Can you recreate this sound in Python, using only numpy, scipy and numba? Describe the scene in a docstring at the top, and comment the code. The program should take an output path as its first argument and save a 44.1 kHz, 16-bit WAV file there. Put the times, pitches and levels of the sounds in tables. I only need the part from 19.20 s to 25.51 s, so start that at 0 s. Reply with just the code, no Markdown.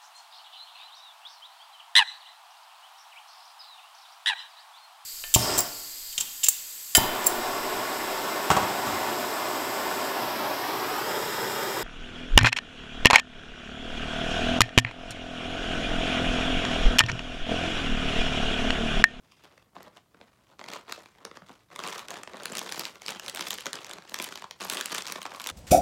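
"""A foil-lined snack bag is handled and folded in a soft living room, a metre from a phone's microphone.
A faint room hum lies under all. In the first half second fingers brush the lining as they reach in.
Pushes of the hands stir a dense rustle of tiny creases, and sharp snaps of buckling film stand over it:
sparse at first, thick and bright from about 3 s. The air in the bag booms near 2.8 s and again at the end.
Floor, sofa and walls answer briefly throughout; film, lining and air ring as modes or resonant bands."""
import sys
import numpy as np
from scipy import signal
from scipy.fft import rfft, irfft
from scipy.io import wavfile
from numba import njit

SR = 44100
rng = np.random.default_rng(int(sys.argv[2]) if len(sys.argv) > 2 else 0)


def makeup_ratio(level_db):
    """Linear amplitude ratio for a level in decibels (20 dB per factor of ten)."""
    decades = np.asarray(level_db, float) / 20
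    return 10 ** decades


def master(y):
    """Save y as 16-bit WAV."""
    cut = np.clip(np.atleast_2d(y).T, -1, 1)
    pcm = np.round(cut * 32767)  # scale
    wavfile.write(sys.argv[1], SR, pcm.astype(np.int16))


N = 278435  # samples, 6.3 s


def unit(x):
    """Scale to rms 1."""
    return x / np.sqrt(np.mean(x ** 2))


# Spectrum of the quiet room at the microphone: f/Hz, relative level/dB
HUM_SPECTRUM = [(24, -30), (40, -6), (118, -3), (220, -8), (1100, -24), (2000, -31), (3700, -29),
                (10700, -31), (16000, -34)]


def hum():
    """Distant air handling rumble and microphone hiss: steady noise shaped over frequency."""
    hum_rms_db = -68
    hz, db = np.transpose(HUM_SPECTRUM)
    f = np.maximum(np.arange(N // 2 + 1) * SR / N, 1)
    spectrum = rfft(rng.standard_normal(N)) * makeup_ratio(np.interp(np.log(f), np.log(hz), db))
    return makeup_ratio(hum_rms_db) * unit(irfft(spectrum, N))


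# First reflections, off the floor and then the sofa: delay t/s, level/dB before the dulling
EARLY_ECHOES = [(.0045, -37), (.011, -21.5)]


def room(x, block=4096):
    """Two early echoes and a short dull noise tail, drawn anew per block as the bag moves about."""
    tail_db, tail_t60_s, tail_onset_s = -8.5, 0.2, 0.0078
    t = np.arange(SR // 3) / SR
    shape = makeup_ratio(-60 * t / tail_t60_s) * (1 - np.exp(-(t / tail_onset_s) ** 2))
    shape = shape / np.sqrt(np.sum(shape ** 2))
    reflected = np.zeros(N + block + len(t))
    for i in range(0, N, block):
        answer = makeup_ratio(tail_db) * rng.standard_normal(len(t)) * shape
        for s, db in EARLY_ECHOES:
            answer[int(s * SR)] += makeup_ratio(db)
        wet = signal.fftconvolve(x[i:i + block], answer)
        reflected[i:i + len(wet)] += wet
    soft_walls = signal.butter(1, 6000., fs=SR, output="sos")
    return x + signal.sosfilt(soft_walls, reflected[:N])


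# Air left in the bag as it is grabbed and squeezed: t/s, level/dB of its ringing
AIR_IN_BAG = [(0, -17), (2.4, -5), (2.6, -6.5), (2.8, 0.5), (3.1, -37), (5.5, -13), (6.31, 4)]


def hollow(x):
    """The air inside the open bag rings along as one broad resonance of varying strength."""
    air_hz, air_width_hz = 1077, 370
    s, db = np.transpose(AIR_IN_BAG)
    air = signal.lfilter(*signal.iirpeak(air_hz, air_hz / air_width_hz, fs=SR), x)
    return x + makeup_ratio(np.interp(np.arange(N) / SR, s, db)) * air


# Fingers brushing the lining while reaching in: t/s, rms level/dB at the bag
BRUSH_LEVEL = [(0, -80), (.05, -74), (.09, -74.5), (.122, -61), (.15, -70), (.21, -68), (.25, -66),
               (.29, -73), (.4, -73), (.47, -86)]
# Soft bands in which the lining rings: f/Hz, width f/Hz, relative level/dB
LINING_BANDS = [(2700, 380, 1), (3360, 400, -4), (4800, 450, -6)]


def brush():
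    """A fine, patchy scrape that rings three soft bands of the lining."""
    s, db = np.transpose(BRUSH_LEVEL)
    patch = 200  # samples of even strength
    patch_db = np.repeat(4.1 * rng.standard_normal(N // patch + 1), patch)[:N]
    scrape = rng.standard_normal(N) * makeup_ratio(patch_db)
    bands = np.zeros(N)
    for hz, width_hz, band_db in LINING_BANDS:
        bands += makeup_ratio(band_db) * signal.lfilter(*signal.iirpeak(hz, hz / width_hz, fs=SR), scrape)
    return unit(bands) * makeup_ratio(np.interp(np.arange(N) / SR, s, db, right=-200))


@njit
def ring(start, hz, cycles, rise, size, n):
    """Each row is a struck mode that swells over its rise (samples) and fades by 60 dB in its cycles."""
    out = np.zeros(n)
    for e in range(len(start)):
        turn = np.exp((2j * np.pi - np.log(1000) / cycles[e]) * hz[e] / SR)
        z, held, q = size[e] + 0j, 1., np.exp(-1 / rise[e])
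        for i in range(start[e], min(n, start[e] + int(cycles[e] * SR / hz[e]))):
            z *= turn
            held *= q
            out[i] += z.imag * (1 - held)
    return out


# Pitches at which the low, middle and top levels of a crease hold: f/Hz
LEVEL_PITCHES = [700, 3870, 12000]


def colours(db, brightness_db, bend_db):
    """Middle, low and top levels of a crease: tilted and bent over the octaves, the strongest at db."""
    octaves = np.log2(np.divide(LEVEL_PITCHES, LEVEL_PITCHES[1]))[[1, 0, 2], None]
    shape = brightness_db * octaves - bend_db * octaves ** 2
    return db + shape - shape.max(axis=0)


# Modes of a buckling panel of film: mean f/Hz, relative level/dB, typical cycles to fade by 60 dB
FILM_MODES = [(213, -9.5, 8.9), (350, -4.5, 8.03), (487, -2.5, 9), (630, -1.5, 10.9), (930, 1, 9.3),
              (1190, 9, 7.2), (1722, 3.5, 13.1), (2063, 0, 19.2), (2640, 6, 13.1), (3400, 5, 19.5),
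              (4180, 6, 13.6), (5020, 5.5, 14.9), (6150, 15, 7), (7590, 6, 20.5), (9530, -21.5, 8.4),
              (11020, 3.5, 21.3), (13940, 5.5, 11), (13700, -4, 11)]


def buckle(s, middle_db, low_db, top_db, scatter_db, spread_s, detune=0.13):
    """Every crease rings the film's modes with its own tuning, signs and strengths; low modes set in later."""
    hz, db, cycles = np.transpose(FILM_MODES)
    chance = rng.standard_normal((len(s), 4, len(hz))).transpose(1, 0, 2)
    # each mode takes its level from the pitches on either side of it
    place = np.interp(np.log(hz), np.log(LEVEL_PITCHES), np.arange(3))
    share = np.clip(1 - abs(place - np.arange(3)[:, None]), 0, 1)
    colour_db = np.transpose([low_db, middle_db, top_db]) @ share + db
    start_s = s[:, None] + spread_s * abs(chance[0]) + 0.22 / hz
    tuned_hz = np.minimum(hz * np.exp(detune * chance[1]), .45 * SR)
    size = makeup_ratio(colour_db + scatter_db * chance[2]) * np.sign(chance[3])
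    length = cycles * np.exp(0.12 * chance[3])
    rise = .6 * SR / tuned_hz  # the film needs part of a cycle to get going
    start = (start_s * SR).astype(np.int64)
    return ring(start.ravel(), tuned_hz.ravel(), length.ravel(), rise.ravel(), size.ravel(), N)


# Pushes of the hands that set the film rustling: t/s of most force, relative level/dB,
# swell t/s, fade t/s, brightness/dB per octave
HAND_PUSHES = [(.06, -62.5, 0.16, 0.13, -4), (.254, -56.5, 0.18, 0.31, -5), (.56, -50.5, 0.031, 0.22, -5.5),
               (0.68, -55.5, 0.11, 0.012, -4.5), (.773, -55.5, .06, 0.033, -2.5),
               (1.018, -62, 0.27, 0.71, -4), (1.307, -61, 0.17, 0.066, -3), (1.4, -52.5, 0.019, 0.15, -4),
               (1.548, -41, 0.097, 0.076, -2.5), (1.699, -45.5, 0.061, 0.057, -4),
               (1.76, -54, .1, 0.22, -1.5), (2.05, -49, 0.12, 0.089, -7.5), (2.165, -57, 0.072, 0.026, -2),
               (2.3, -55.5, 0.14, 0.19, -2.5), (2.513, -53, 0.0082, 0.45, -3),
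               (2.668, -38, 0.063, 0.19, -2), (2.79, -45, .2, 0.033, -3.5),
               (2.942, -42.5, 0.11, 0.11, -3.5), (3.147, -46.5, 0.091, 0.34, -6),
               (3.362, -44.5, 0.34, 0.54, -3), (3.609, -39.5, 0.32, 0.12, 0),
               (3.896, -44, 0.11, 0.18, -1.5), (4.081, -46.5, 0.16, 0.054, -1),
               (4.215, -43.5, 0.16, 0.088, -1), (4.282, -40, 0.069, 0.18, 0), (4.468, -37, .04, 0.024, -4),
               (4.545, -47, 0.12, 0.26, -2.5), (4.72, -50.5, .3, 0.24, -3), (4.96, -49.5, 0.11, 0.35, -1),
               (5.03, -48, 0.18, 0.36, -1), (5.24, -61, 0.24, 0.21, -10.5), (5.408, -40, 0.0088, 0.3, -1),
               (5.531, -36.5, 0.1, 0.17, -0.5), (5.743, -35.5, 0.058, 0.11, 0.5),
               (5.89, -45, 0.051, 0.21, -0.5), (6.131, -47, 0.073, 0.19, -2), (6.3, -46, .1, .1, 0.5)]


def handling(s):
    """Levels of the rustle at times s: every push swells and fades, and their powers add."""
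    swell_db = 20  # gained over the swell time, lost over the fade time
    at, db, swell, fade, brightness_db = np.transpose(HAND_PUSHES)
    late = s[:, None] - at
    force_db = -swell_db * np.where(late < 0, -late / swell.clip(.005), late / fade.clip(.005))
    push_db = colours(db, brightness_db, bend_db=.5)  # bend per octave squared
    power = makeup_ratio(force_db) ** 2 @ makeup_ratio(push_db).T ** 2
    return 10 * np.log10(power.T + 1e-12)


def rustle(count=1300, size=5):
    """Small creases set each other off in short runs, mostly faint; wide panels sound low, narrow ones high."""
    run = rng.random((count, 2)).T
    crease = rng.random((count, 2, size)).transpose(1, 0, 2)
    colour_db = 4.85 * np.repeat(rng.standard_normal((count, 3)), size, axis=0).T  # one colour a run
    first_s = (np.arange(count) + 4 * run[0] - 2).clip(0) * N / SR / count
    s = (first_s[:, None] - .005 * np.log(1 - crease[0])).ravel()
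    size_db = (-3.0 * np.log(1 - run[1, :, None]) - 4.5 * np.log(1 - crease[1])).ravel()
    size_db = 15.7 * np.tanh(size_db / 14.35)  # holds back the largest
    levels = handling(s)
    # light handling (-67 dB) gives more even creases than firm handling (-50.5 dB)
    uneven = np.interp(levels.max(axis=0), [-67, -50.5], [0.66, 1])
    middle_db, low_db, top_db = levels + uneven * (size_db + colour_db)
    return makeup_ratio(-13.0) * buckle(s, middle_db, low_db, top_db, scatter_db=4.5, spread_s=.0008)


# Loud crease snaps, wide panels dull and narrow ones bright: t/s, relative level/dB, brightness/dB per octave
CREASE_SNAPS = [(0.1205, -53, -0.7), (0.2377, -57, 7), (0.2452, -50, -2.5), (0.3243, -53, -7),
                (0.378, -50.5, -5.5), (0.425, -54, -2.4), (0.554, -57, -4), (0.5651, -35, -10.5),
                (0.6052, -37, -10.5), (0.6298, -40, 12), (0.6722, -43, -15), (0.7711, -50.0, -2),
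                (0.7784, -45, -12), (0.9456, -41, -11), (1.0017, -50, -20), (1.0129, -42, -7),
                (1.3346, -50, -9.5), (1.3931, -40.5, -3.5), (1.413, -37.5, -7), (1.4409, -39.0, -4),
                (1.4615, -42, -5.3), (1.4853, -35.5, -2.6), (1.5018, -38, -2), (1.5162, -42, -5),
                (1.535, -32, 0), (1.68, -45.0, -6.5), (1.6967, -37, -8.5), (1.7232, -26, 1.5),
                (1.805, -44, -11), (1.8585, -45.5, -5.5), (1.951, -53, -7.5), (1.9848, -56, -4),
                (2.051, -31.5, -1), (2.1132, -41, -6.5), (2.1426, -49, -7.8), (2.1584, -45, -12),
                (2.171, -40, -5), (2.2204, -38, -11.5), (2.2938, -40, -9), (2.3024, -34, -20),
                (2.5028, -50, -7), (2.5189, -44, -8.2), (2.5303, -44, -9), (2.5606, -33, -0.5),
                (2.5913, -33.5, -4), (2.601, -35, -5), (2.6218, -41, -9), (2.6375, -29.5, -3.5),
                (2.7928, -34, -0.5), (2.8842, -34, -0.5), (2.9057, -31, 2), (2.9129, -35, -5.5),
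                (2.9409, -36, -2.5), (2.9869, -43.5, -6), (3.0337, -33, -1.5), (3.0749, -35.5, -5.5),
                (3.0963, -45, -8), (3.1341, -37, -6.5), (3.1694, -38.5, -4.5), (3.2339, -33.5, 3),
                (3.2562, -26.0, -0.2), (3.3333, -41.5, 0), (3.3525, -28, 2.5), (3.3709, -30.0, 0.5),
                (3.3826, -28, 2), (3.392, -25.5, 4.5), (3.415, -30, -6), (3.492, -33, -0.5),
                (3.5227, -27.5, 2), (3.595, -24.5, 4.3), (3.653, -28, 1.7), (3.7559, -42, -3),
                (3.7646, -50, -12), (3.819, -37, -0.5), (3.8628, -33, 3), (3.8823, -28.0, 1.0),
                (3.8907, -29.5, 0), (3.9052, -27.5, 0.5), (3.9967, -31, 1), (4.0625, -34, 0),
                (4.0818, -29.5, 2), (4.0969, -30, 3), (4.1481, -26, 6), (4.1601, -29.5, 3),
                (4.1722, -33, 0.5), (4.1934, -28.5, -2), (4.2087, -25, -0.6), (4.277, -37, 11),
                (4.3063, -24.5, 3.5), (4.3406, -27, 8), (4.3845, -33.5, -3.2), (4.4076, -34.5, 2.4),
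                (4.4578, -28, -0.5), (4.466, -25.5, -1.9), (4.531, -28.5, 3), (4.555, -32, -1),
                (4.6457, -34, 0), (4.6659, -40.5, 4.5), (4.6952, -39.0, 3), (4.7117, -35, 0),
                (4.7345, -33.5, 3), (4.7842, -39, -6.5), (4.8224, -47.5, -3.5), (4.8518, -46, -6),
                (4.895, -43, 2), (4.9194, -35.5, -7.5), (4.9427, -22.5, 1.7), (4.988, -33, 2),
                (4.9998, -26.5, -3.8), (5.0245, -24, 10.5), (5.0424, -20, 11), (5.0884, -35, 1.5),
                (5.1234, -36.5, -4), (5.1564, -33, 2), (5.1745, -35, -1), (5.2221, -37.5, -4.5),
                (5.2418, -36.5, -5.3), (5.3101, -35.5, 0.4), (5.4023, -39.5, -5.5), (5.4076, -34, -1.5),
                (5.448, -25.5, 13), (5.4991, -18.5, 6), (5.5353, -29, 2.5), (5.5466, -25, 9),
                (5.5707, -28, 2), (5.6024, -33, -2), (5.6104, -23.0, 1.4), (5.6584, -28, 2.3),
                (5.71, -38, -3), (5.727, -33, 4), (5.7476, -24, 0), (5.7823, -26.5, 0.1),
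                (5.8217, -29.5, 2), (5.8547, -40, 0.5), (5.8674, -32, 0.5), (5.8742, -33, 0),
                (5.8826, -35, 1.5), (5.899, -32.5, -1.2), (5.922, -22.5, 4), (5.9592, -33, -4.5),
                (6.0173, -33, -0.8), (6.0295, -34, 3.5), (6.0544, -33, -5), (6.0632, -35.5, -2.5),
                (6.118, -40, -5), (6.147, -41, -3.5), (6.1988, -33.5, 1.5), (6.2056, -36, -2),
                (6.217, -31.5, 6), (6.2415, -33.0, 4), (6.262, -32.5, -2.0), (6.2714, -21.5, 6.7),
                (6.2896, -30, 2.5), (6.2995, -30, 4)]
# One crease gives way in steps around its main break: typical t/s, typical relative level/dB
CREASE_STEPS = [(-.0035, -16.5), (-.0012, -9.5), (0, 4.5), (.0009, -7.5), (.0024, -16)]


def snaps():
    """The big creases: a faint start, the main break and a few after-breaks within a few milliseconds."""
    s, db, brightness_db = np.transpose(CREASE_SNAPS)
    levels = colours(db, brightness_db, bend_db=1.6)  # bend per octave squared
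    late, step_db = np.transpose(CREASE_STEPS)
    chance = rng.standard_normal((len(s), 2, len(late))).transpose(1, 0, 2)
    s = s[:, None] + late * np.exp(0.39 * chance[0])
    step_db = step_db + 5.5 * chance[1] * (step_db < 0)  # the main break keeps its level
    middle_db, low_db, top_db = ((level[:, None] + step_db).ravel() for level in levels)
    return makeup_ratio(-4.5) * buckle(s.ravel(), middle_db, low_db, top_db, scatter_db=2.5, spread_s=.0003)


def scene():
    """Thin film radiates no deep bass; the hum fills it."""
    film_bass_cut = signal.butter(4, 90, "high", fs=SR, output="sos")  # Hz
    bag = signal.sosfilt(film_bass_cut, snaps() + rustle() + brush())
    return (room(hollow(bag)) + hum())[None]


def band_limit(x):
    """A steep low-pass at the top of the band."""
    return signal.sosfilt(signal.butter(12, 16990, fs=SR, output="sos"), x)


def record(dry):
    """The phone's microphone, a metre away, cuts the deep bass and the top."""
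    bass_cut = signal.butter(4, 51, "high", fs=SR, output="sos")  # Hz
    top_cut = signal.ellip(8, .2, 60, 15800, fs=SR, output="sos")  # ripple dB, stop dB, Hz
    mix = signal.sosfilt(top_cut, signal.sosfilt(bass_cut, dry))
    return band_limit(mix)


dry = scene()
out = record(dry)
master(out)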